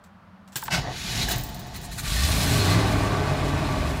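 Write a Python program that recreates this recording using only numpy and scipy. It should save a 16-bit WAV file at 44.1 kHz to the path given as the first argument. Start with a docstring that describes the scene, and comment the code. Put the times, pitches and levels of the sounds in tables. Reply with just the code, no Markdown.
"""A lock clacks and keys jingle, close to one microphone at the driver's seat. The starter gear clashes
into the flywheel and cranks an old eight-cylinder engine, which coughs, stumbles, then catches, flares
up with a hiss of air and sinks to a fast idle. Its uneven firings boom in the cab and set the panels
roaring; nearby glass and bare metal throw back short echoes."""
import sys
import numpy as np
from scipy import signal
from scipy.fft import rfft, irfft
from scipy.io import wavfile
from scipy.ndimage import uniform_filter1d

SR = 44100
rng = np.random.default_rng(int(sys.argv[2]) if len(sys.argv) > 2 else 0)


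def to_wav(s):
    """Save 16-bit WAV."""
    ch = np.atleast_2d(s).T  # columns
    pcm = np.round(np.clip(ch, -1, 1) * 32767)  # PCM
    wavfile.write(sys.argv[1], SR, pcm.astype(np.int16))


N = 176400
T = np.arange(N) / SR

# Table levels are relative: each source sets its own trim.
# The camshaft turns once per eight firings. Each row: time in seconds, its speed in Hz, then the
# two loudest exhaust tones in dB, at the firing rate and at five times camshaft speed.
CAMSHAFT = [(2.06, 4.92, -33, -41), (2.172, 7.36, -24, -49), (2.234, 8.9, -22, -36),
            (2.312, 10.1, -28, -36), (2.36, 10.7, -33, -25), (2.438, 13.9, -36, -46),
            (2.526, 15.7, -25.5, -38), (2.57, 17.0, -32, -30), (2.62, 20.2, -44, -18.5),
            (2.658, 18.3, -34, -23.5), (2.768, 21.8, -26.5, -19.5), (2.842, 21, -37, -27.5),
            (3.026, 19.9, -47, -25.5), (3.096, 21.9, -42, -29), (3.134, 20.5, -36, -32),
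            (3.218, 17.5, -32, -27), (3.272, 17.4, -29, -28.5), (3.704, 18.1, -30.5, -32),
            (3.876, 14.2, -45, -31), (4.0, 14, -46, -42)]
# The running engine. Each row: time in seconds, then boom, roar, clatter, hiss and hiss top in dB.
ENGINE_LEVELS = [(2.04, -28, -52, -40, -40.5, -42), (2.072, -29, -43.5, -35, -36, -40.5),
                 (2.258, -23.5, -37, -37, -29, -34.5), (2.302, -19.5, -31.5, -36, -35.5, -37),
                 (2.322, -22, -34, -34, -28, -34.5), (2.344, -22.5, -33.5, -33.5, -32.5, -35.5),
                 (2.52, -19, -29.5, -32.5, -31, -35), (2.716, -23.5, -26.5, -30.5, -33, -39.5),
                 (2.826, -21, -26, -33, -37, -47), (2.924, -20, -27.5, -33.5, -39.5, -46),
                 (3.186, -26, -27.5, -36.5, -42.5, -52.5), (3.306, -23.5, -28.5, -36, -41.5, -51.5),
                 (3.814, -22.5, -30, -37.5, -43, -51.5), (3.9, -25.5, -31, -38, -42.5, -49),
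                 (4.0, -23, -35, -39.5, -45, -51.5)]
# Weaker exhaust tones. Each row: multiple of camshaft speed, level in dB against the boom.
EXHAUST_TONES = [(3, -21), (6, -17), (7, -16), (9, -15.5), (10, -14), (12, -18), (15, -17), (18, -16.5),
                 (24, -23)]
# Each cylinder's pulse in dB, in firing order.
CYLINDER_PULSES_DB = [-10.5, -25.5, 3.5, -16.5, -22.5, -2.5, -14, -4.5]
# The engine's spectra at the seat. Each row: frequency in Hz, level in dB.
BOOM_SPECTRUM = [(15, -41), (25, -16), (43, -3.5), (97, -3), (166, -8.5), (200, -16), (260, -19),
                 (340, -79), (570, -120)]
ROAR_SPECTRUM = [(130, -24), (220, -6.5), (263, -1), (296, -0.5), (337, -5.5), (412, 4.5), (457, -7),
                 (503, -2.5), (532, -6), (572, -2.5), (640, 2), (770, -2), (835, -1.5), (996, -2),
                 (1120, -3.5), (1290, -9), (1500, -7), (1950, -28), (3300, -120)]
CLATTER_SPECTRUM = [(740, -9), (1250, 1), (1290, -2), (1430, 4.5), (1810, 2), (1940, 0.5), (2090, -6),
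                    (2240, 0.5), (2510, 0.5), (2860, -3), (3800, -7.5), (4940, -49), (8360, -120)]
HISS_SPECTRUM = [(1880, -14), (3200, -3), (3470, -3), (4150, 0), (4570, -5.5), (4890, -3.5), (5290, -6),
                 (7500, -12.5), (9750, -27), (16500, -120)]
HISS_TOP_SPECTRUM = [(4410, -21), (7500, -3), (10700, 0), (13500, -7), (15200, -2.5), (16000, -24)]
# Cranking. Each row: time in seconds, then shudder, gear growl, whirr and whirr top in dB.
STARTER_LEVELS = [(0.79, -29, -35, -36, -65), (0.81, -35, -39, -41, -67), (0.884, -38, -32.5, -41, -59),
                  (0.978, -41.5, -48.5, -35, -45), (1.228, -28.5, -36.5, -27.5, -35.5),
                  (1.266, -36.5, -40, -36.5, -43), (1.318, -32.5, -32.5, -28, -30.5),
                  (1.366, -31, -38, -35, -51), (1.45, -37, -44, -44, -53),
                  (1.716, -40.5, -44.5, -47.5, -57.5), (1.756, -39, -45.5, -42, -52),
                  (1.798, -39.5, -44.5, -46, -57), (1.854, -40, -45.5, -48, -42),
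                  (1.882, -37.5, -46.5, -46, -57), (2.004, -37.5, -48, -44, -37.5),
                  (2.04, -37, -44.5, -51, -55)]
# The starter's spectra at the seat. Each row: frequency in Hz, level in dB.
CLASH_SPECTRUM = [(53, -36), (90, -4.5), (184, -9), (488, -19.5), (690, -3), (1160, -13.5), (1540, -5.5),
                  (1680, -14), (2090, -5), (2430, -15), (2890, -11), (3430, -13.5), (4960, -12.5),
                  (5300, -12), (16000, -34.5)]
SHUDDER_SPECTRUM = [(15, -50), (25, -6), (49, 1.5), (86, -7), (124, -3), (161, -7.5), (211, -10.5),
                    (241, -13), (300, -17), (390, -35), (660, -120)]
GROWL_SPECTRUM = [(150, -36), (250, -10.5), (361, -4), (537, -10), (730, 2.5), (787, -9.5), (868, 2),
                  (971, -9.5), (1060, -7.5), (1340, -17), (1500, -14.5), (1950, -8), (3300, -120)]
WHIRR_SPECTRUM = [(760, -17), (1300, -7), (1610, 1), (1930, -4), (2080, -5.5), (2340, -1.5), (2830, 0.5),
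                  (3520, 1), (3960, 3), (5350, -3), (7020, -7), (7500, -30), (9750, -38), (16500, -120)]
WHIRR_TOP_SPECTRUM = [(4410, -18), (7500, 0), (7920, -3.5), (11000, -5), (15000, -12), (16000, -17)]
RASP_SPECTRUM = [(710, -17), (1200, -4), (2250, -5.5), (2450, -0.5), (2980, -14), (4040, -3.5), (5350, -13),
                 (7740, -8), (16000, -16)]
# Lock, keys and quiet cab at the microphone. Each row: frequency in Hz, level in dB.
LOCK_SPECTRUM = [(53, -36), (90, 12), (266, 2), (568, -4.5), (1020, 3), (1160, -10), (1640, 4),
                 (2040, -2.5), (3220, 0), (5530, -4), (7660, 0.5), (8910, -5), (11600, -10.5), (14700, -5),
                 (16000, -18)]
KEY_SPECTRUM = [(3000, 0), (8000, 2.5), (12000, 2), (15800, -2)]
CAB_SPECTRUM = [(18, -54), (30, -27), (86, -6), (134, -25), (161, -9), (174, -3), (194, 2), (239, -15.5),
                (426, -25.5), (600, -15.5), (666, -17.5), (1250, -16.5), (2480, -31), (4420, -39),
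                (7270, -50), (16000, -56)]
# Resonances of the panels, the clashing gear, the cab rattled by the starter, the lock and the keys.
# Each row: centre in Hz, width in Hz, lift in dB.
PANEL_MODES = [(287, 33, 9.5), (437, 14, 1), (613, 84, 5), (848, 13, 5.5), (1148, 40, 6), (1470, 30, -1),
               (1823, 18, 5), (2083, 110, 8), (2510, 160, 2), (4230, 38, 1.5)]
CLASH_MODES = [(174, 14, 15.5), (603, 18, 9.5), (710, 25, 5), (1510, 44, 5), (2200, 49, 5.5),
               (2640, 45, 11.5), (2880, 46, 9), (4820, 240, 4)]
RASP_MODES = [(1850, 80, 5), (4150, 200, 6), (6800, 200, 5), (10900, 400, 4)]
LOCK_MODES = [(1020, 52, 1), (1740, 73, -0.5), (4320, 80, 3), (5500, 80, 5), (7840, 110, 3)]
KEY_RING_MODES = [(4300, 90, 14), (5400, 90, 10), (6550, 110, 8), (7630, 120, 16), (9030, 130, 10),
                  (12870, 200, 6), (14240, 200, 12), (14800, 180, 17), (14860, 200, 14)]
# Rasps of the starter drive, snaps of the lock. 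Each row: start and hold in seconds, level in dB.
DRIVE_RASPS = [(1.216, 0.0066, -40), (1.299, .016, -39), (1.737, 0.021, -42), (1.824, 0.027, -46.5),
               (1.907, 0.021, -41.5), (1.974, 0.013, -32.5)]
SNAPS = [(0.037, .001, -55.5), (0.475, .002, -54.5), (0.52, 0.021, -52.5), (0.556, 0.0054, -26),
         (0.598, 0.018, -54), (0.653, .008, -40)]
# Engine jolts. Each row: start in seconds, pitch in Hz, peak in dB, 60 dB decay in seconds.
ENGINE_COUGHS = [(0.779, 140, -22, 0.15), (0.872, 128, -32, 0.18), (1.156, 71, -26, 0.11),
                 (1.224, 51.6, -19.5, 0.18), (1.35, 123.2, -21.5, 0.3), (2.546, 127, -15.5, 0.049)]
# The key squeaks. Each row: start in seconds, level in dB, end pitch in Hz, uncapped decay in seconds.
KEY_SQUEAKS = [(0.6243, -30, 877, 0.075), (0.68, -24.5, 858, 0.026), (1.283, -25.5, 1610, 0.017)]
# Keys touch on the ring. Each row: start in seconds, level in dB.
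KEY_TOUCHES = [(0.564, -22), (0.5891, -44), (0.6185, -31), (0.6357, -25.5), (1.2855, -23.5), (1.3102, -21),
               (1.3593, -28), (1.3808, -26.5), (1.4077, -33), (1.4345, -27), (1.4641, -37), (1.4885, -36),
               (1.5444, -32.5), (1.593, -36), (1.6666, -43), (1.7599, -34), (1.8138, -38)]
# Loose metal. Each row: start and hold in seconds, pitch and width in Hz, level in dB.
METAL_BUZZES = [(1.208, 0.011, 4000, 200, -29), (2.16, 0.085, 1830, 46, -36.5),
                (2.585, 0.023, 4230, 90, -30.5), (2.687, 0.044, 4300, 90, -36.5),
                (2.68, .12, 2030, 40, -37.5)]


def engine():
    """Eight uneven firings a cycle drive exhaust tones, cab boom, panel roar, clatter and hiss."""
    boom, roar, clatter, hiss, hiss_top = levels(ENGINE_LEVELS, fade_in_s=0.017, fade_out_s=0.1)
    cam = np.array(CAMSHAFT)
    firing_gain, fifth_gain = levels(np.delete(cam, 1, axis=1), fade_in_s=0.02, fade_out_s=0.1)
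    cam_hz = np.interp(T, cam[:, 0], cam[:, 1]) * (1 + 0.00361 * drift(10.3))
    cycles = np.cumsum(cam_hz) / SR
    firings = 8 * cycles
    fired = np.flatnonzero(np.diff(np.floor(firings)))
    pulses = np.zeros(N)
    pulses[fired] = from_db(np.resize(CYLINDER_PULSES_DB, len(fired)) + rng.normal(0, 4, len(fired)))

    out = firing_gain * np.sin(2 * np.pi * firings) + fifth_gain * np.sin(2 * np.pi * 5 * cycles)
    out *= np.sqrt(2) * from_db(1.05 * drift(25) - 0.9)
    for multiple, db in EXHAUST_TONES:
        # the cab passes little of a tone below its lowest resonance
        gain = from_db(db + 2 * drift(12)) / (1 + (45 / (multiple * cam_hz)) ** 6)
        out += boom * gain * np.sin(2 * np.pi * (multiple * cycles + rng.random()))

    exhaust = colour(noise() * throb(firings, depth=0.52), BOOM_SPECTRUM, modes=[(97, 120, -3.5)])
    out += from_db(-5.5) * boom * steady(exhaust, 0.058)
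    shaking = 0.23 * rms_one(pulses) + noise() * throb(firings, depth=0.1)
    out += from_db(-0.52) * roar * steady(colour(shaking, ROAR_SPECTRUM, PANEL_MODES), 0.13)
    knocks = contacts(7000) * throb(firings, depth=0.078) * throb(cycles, depth=0.054)
    out += from_db(-0.98) * clatter * colour(knocks, CLATTER_SPECTRUM, PANEL_MODES)
    air = noise() * throb(firings, depth=0.14) * from_db(0.9 * drift(23))  # the hiss flickers
    out += from_db(-0.15) * hiss * colour(air, HISS_SPECTRUM, PANEL_MODES)
    return out + from_db(-1.56) * hiss_top * colour(air, HISS_TOP_SPECTRUM)


def starter():
    """The gear clashes in, then its teeth whirr and growl while the engine shudders on its mounts."""
    shudder, growl, whirr, whirr_top = levels(STARTER_LEVELS, fade_in_s=0.057, fade_out_s=0.05)
    clash_s, tooth_hz = 0.7017, 125
    teeth = np.cumsum(tooth_hz * (1 + 0.12 * drift(4.23))) / SR
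    strike = burst(clash_s, 0.033, 0.013, 0.22) + from_db(-25) * burst(clash_s, 0.0039, 0.0071, 0.078)
    clash = from_db(-21.5) * strike * colour(contacts(6000), CLASH_SPECTRUM, CLASH_MODES)
    gears = growl * colour(noise() * throb(teeth, depth=0.28), GROWL_SPECTRUM)
    mesh = contacts(14000, spread_db=2) * throb(teeth, depth=0.1)
    gears += from_db(-2.57) * whirr * colour(mesh, WHIRR_SPECTRUM, PANEL_MODES)
    gears += from_db(-3) * whirr_top * colour(mesh, WHIRR_TOP_SPECTRUM)
    rasping = sum(from_db(db) * burst(start, 0.011, hold, 0.052) for start, hold, db in DRIVE_RASPS)
    rasps = rasping * colour(contacts(8000), RASP_SPECTRUM, RASP_MODES)
    rumble = from_db(1) * shudder * steady(colour(noise(), SHUDDER_SPECTRUM), 0.038)
    return clash + gears + rasps + rumble


def coughs():
    """The engine jolts, and single low thumps reach the seat through the body."""
    return sum(from_db(db) * burst(start, 0.0088, 0.003, t60) * np.sin(2 * np.pi * hz * (T - start))
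               for start, hz, db, t60 in ENGINE_COUGHS)


def ignition_lock():
    """The lock snaps over; the key squeaks in the barrel, dropping at once to a short ring."""
    snaps = sum(from_db(db) * burst(start, 0.0028, hold, 0.13) for start, hold, db in SNAPS)
    out = snaps * colour(contacts(9000, spread_db=4), LOCK_SPECTRUM, LOCK_MODES)
    start_hz, fall_s = 2500, 0.0016
    for start, db, end_hz, t60 in KEY_SQUEAKS:
        age = np.maximum(T - start, 0)
        hz = end_hz + (start_hz - end_hz) * np.exp(-age / fall_s)
        phase = 2 * np.pi * np.cumsum(hz) / SR + 0.25 * drift(400)
        bright_onset = 0.5 * np.exp(-age / 0.005) * np.sin(3 * phase)
        squeak = np.sin(phase) + 0.46 * np.sin(1.76 * phase) + bright_onset
        out += from_db(db) * burst(start, 0.0023, 0.0056, min(t60, 0.045)) * squeak
    return out


def key_ring():
    """Each touch is a dry tick, then a short shimmer as the keys chatter against each other."""
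    tick_gain = sum(from_db(db) * burst(start, 0.0005, 0.001, 0.023) for start, db in KEY_TOUCHES)
    power = sum((from_db(db) * burst(start, 0.0017, 0.0018, 0.1)) ** 2 for start, db in KEY_TOUCHES)
    ticks = tick_gain * colour(noise(), KEY_SPECTRUM)
    shimmer = np.sqrt(power) * steady(colour(noise(), KEY_SPECTRUM, KEY_RING_MODES), 0.013)
    return from_db(-9) * ticks + from_db(-11) * shimmer


def loose_metal():
    """Loose metal rings out in brief, narrow buzzes."""
    out = np.zeros(N)
    for start, hold, hz, width, db in METAL_BUZZES:
        buzz = ring(noise(), hz, t60=np.log(1000) / np.pi / width)
        out += from_db(db) * burst(start, 0.0054, hold, 0.25) * steady(buzz, 0.025)
    return out


def cab_echoes(x):
    """Glass and bare metal near the microphone add close echoes that comb the treble."""
    delays_s = rng.uniform(0.002, 0.022, size=14)
    gains = rng.choice([-1, 1], 14) * np.exp(-delays_s / 0.014)
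    gains /= np.linalg.norm(gains)
    echoes = sum(gain * np.pad(x, (int(delay * SR), 0))[:N] for delay, gain in zip(delays_s, gains))
    return x + 0.5 * signal.sosfilt(signal.butter(2, 1200, "high", fs=SR, output="sos"), echoes)


def cab_tone():
    """The quiet background of the cab, with a faint, wavering hum."""
    hum = sum(from_db(db) * rms_one(ring(noise(), hz, t60=0.16)) for hz, db in [(97, -59), (188, -67)])
    return from_db(-50.5) * colour(noise(), CAB_SPECTRUM) + hum


def from_db(db):
    return 10 ** (np.asarray(db) / 20)


def rms_one(x):
    return x / np.sqrt(np.mean(x ** 2) + 1e-20)


def noise():
    return rng.standard_normal(N)


def drift(rate_hz):
    """A smooth random wander with spread 1."""
    step = 40
    pole = np.exp(-2 * np.pi * rate_hz * step / SR)
    slow = signal.lfilter([1], [1, -2 * pole, pole * pole], rng.standard_normal(N // step + 2002))[2000:]
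    return np.interp(np.arange(N) / step, np.arange(len(slow)), rms_one(slow))


def levels(rows, fade_in_s, fade_out_s):
    """Gains from the dB columns of a curve, fading outside its span."""
    times, *columns = np.transpose(rows)
    gate = np.exp(-np.maximum(times[0] - T, 0) / fade_in_s - np.maximum(T - times[-1], 0) / fade_out_s)
    return [gate * from_db(np.interp(T, times, db)) for db in columns]


def colour(x, spectrum, modes=()):
    """Pass a sound through a body with steep band edges and narrow resonances; rms 1."""
    f = np.maximum(np.arange(N // 2 + 1) * SR / N, 1)
    hz, db = np.transpose(spectrum)
    gain = from_db(np.interp(np.log(f), np.log(hz), db))
    gain /= (1 + (hz[0] / f) ** 12) * (1 + (f / hz[-1] / 1.05) ** 24)
    for centre, width, lift in modes:
        gain = gain * (1 + (from_db(lift) - 1) / (1 + 2j * (f - centre) / width))
    return rms_one(irfft(rfft(x) * gain, N))


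def contacts(per_s, spread_db=1):
    """Random metal contacts of uneven size; rms 1."""
    clicks = (rng.random(N) < per_s / SR) * rng.choice([-1, 1], N)
    return rms_one(clicks * from_db(spread_db * np.minimum(rng.exponential(1, N), 4)))


def burst(start, rise, hold, t60):
    """An envelope that rises, holds, then falls 60 dB in t60; all in seconds."""
    age = T - start
    return np.clip(age / rise, 0, 1) * from_db(-60 * np.maximum(age - rise - hold, 0) / t60)


def ring(drive, hz, t60):
    """One resonance: a unit click sets a sine of height 1 ringing."""
    pole, angle = from_db(-60 / (t60 * SR)), 2 * np.pi * hz / SR
    return signal.lfilter([0, np.sin(angle)], [1, -2 * pole * np.cos(angle), pole * pole], drive + 1e-18)


def throb(turns, depth):
    """A swell once per turn; rms 1."""
    return rms_one(np.exp(depth * np.cos(2 * np.pi * turns)))


def steady(x, window_s):
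    """Even out slow swings in level."""
    return x / np.sqrt(uniform_filter1d(x ** 2, int(window_s * SR)) + 1e-9)


def scene():
    """One microphone at the driver's seat, the same in both channels."""
    echoing = cab_echoes(starter() + engine() + key_ring())
    return np.tile(echoing + ignition_lock() + coughs() + loose_metal() + cab_tone(), (2, 1))


def record(dry):
    """A low cut at 33 Hz and a steep high cut at 16.1 kHz on the microphone."""
    low_cut = signal.sosfilt(signal.butter(6, 33, "high", fs=SR, output="sos"), dry)
    return signal.sosfilt(signal.ellip(10, 0.2, 80, 16100, fs=SR, output="sos"), low_cut)


dry = scene()
out = record(dry)
to_wav(out)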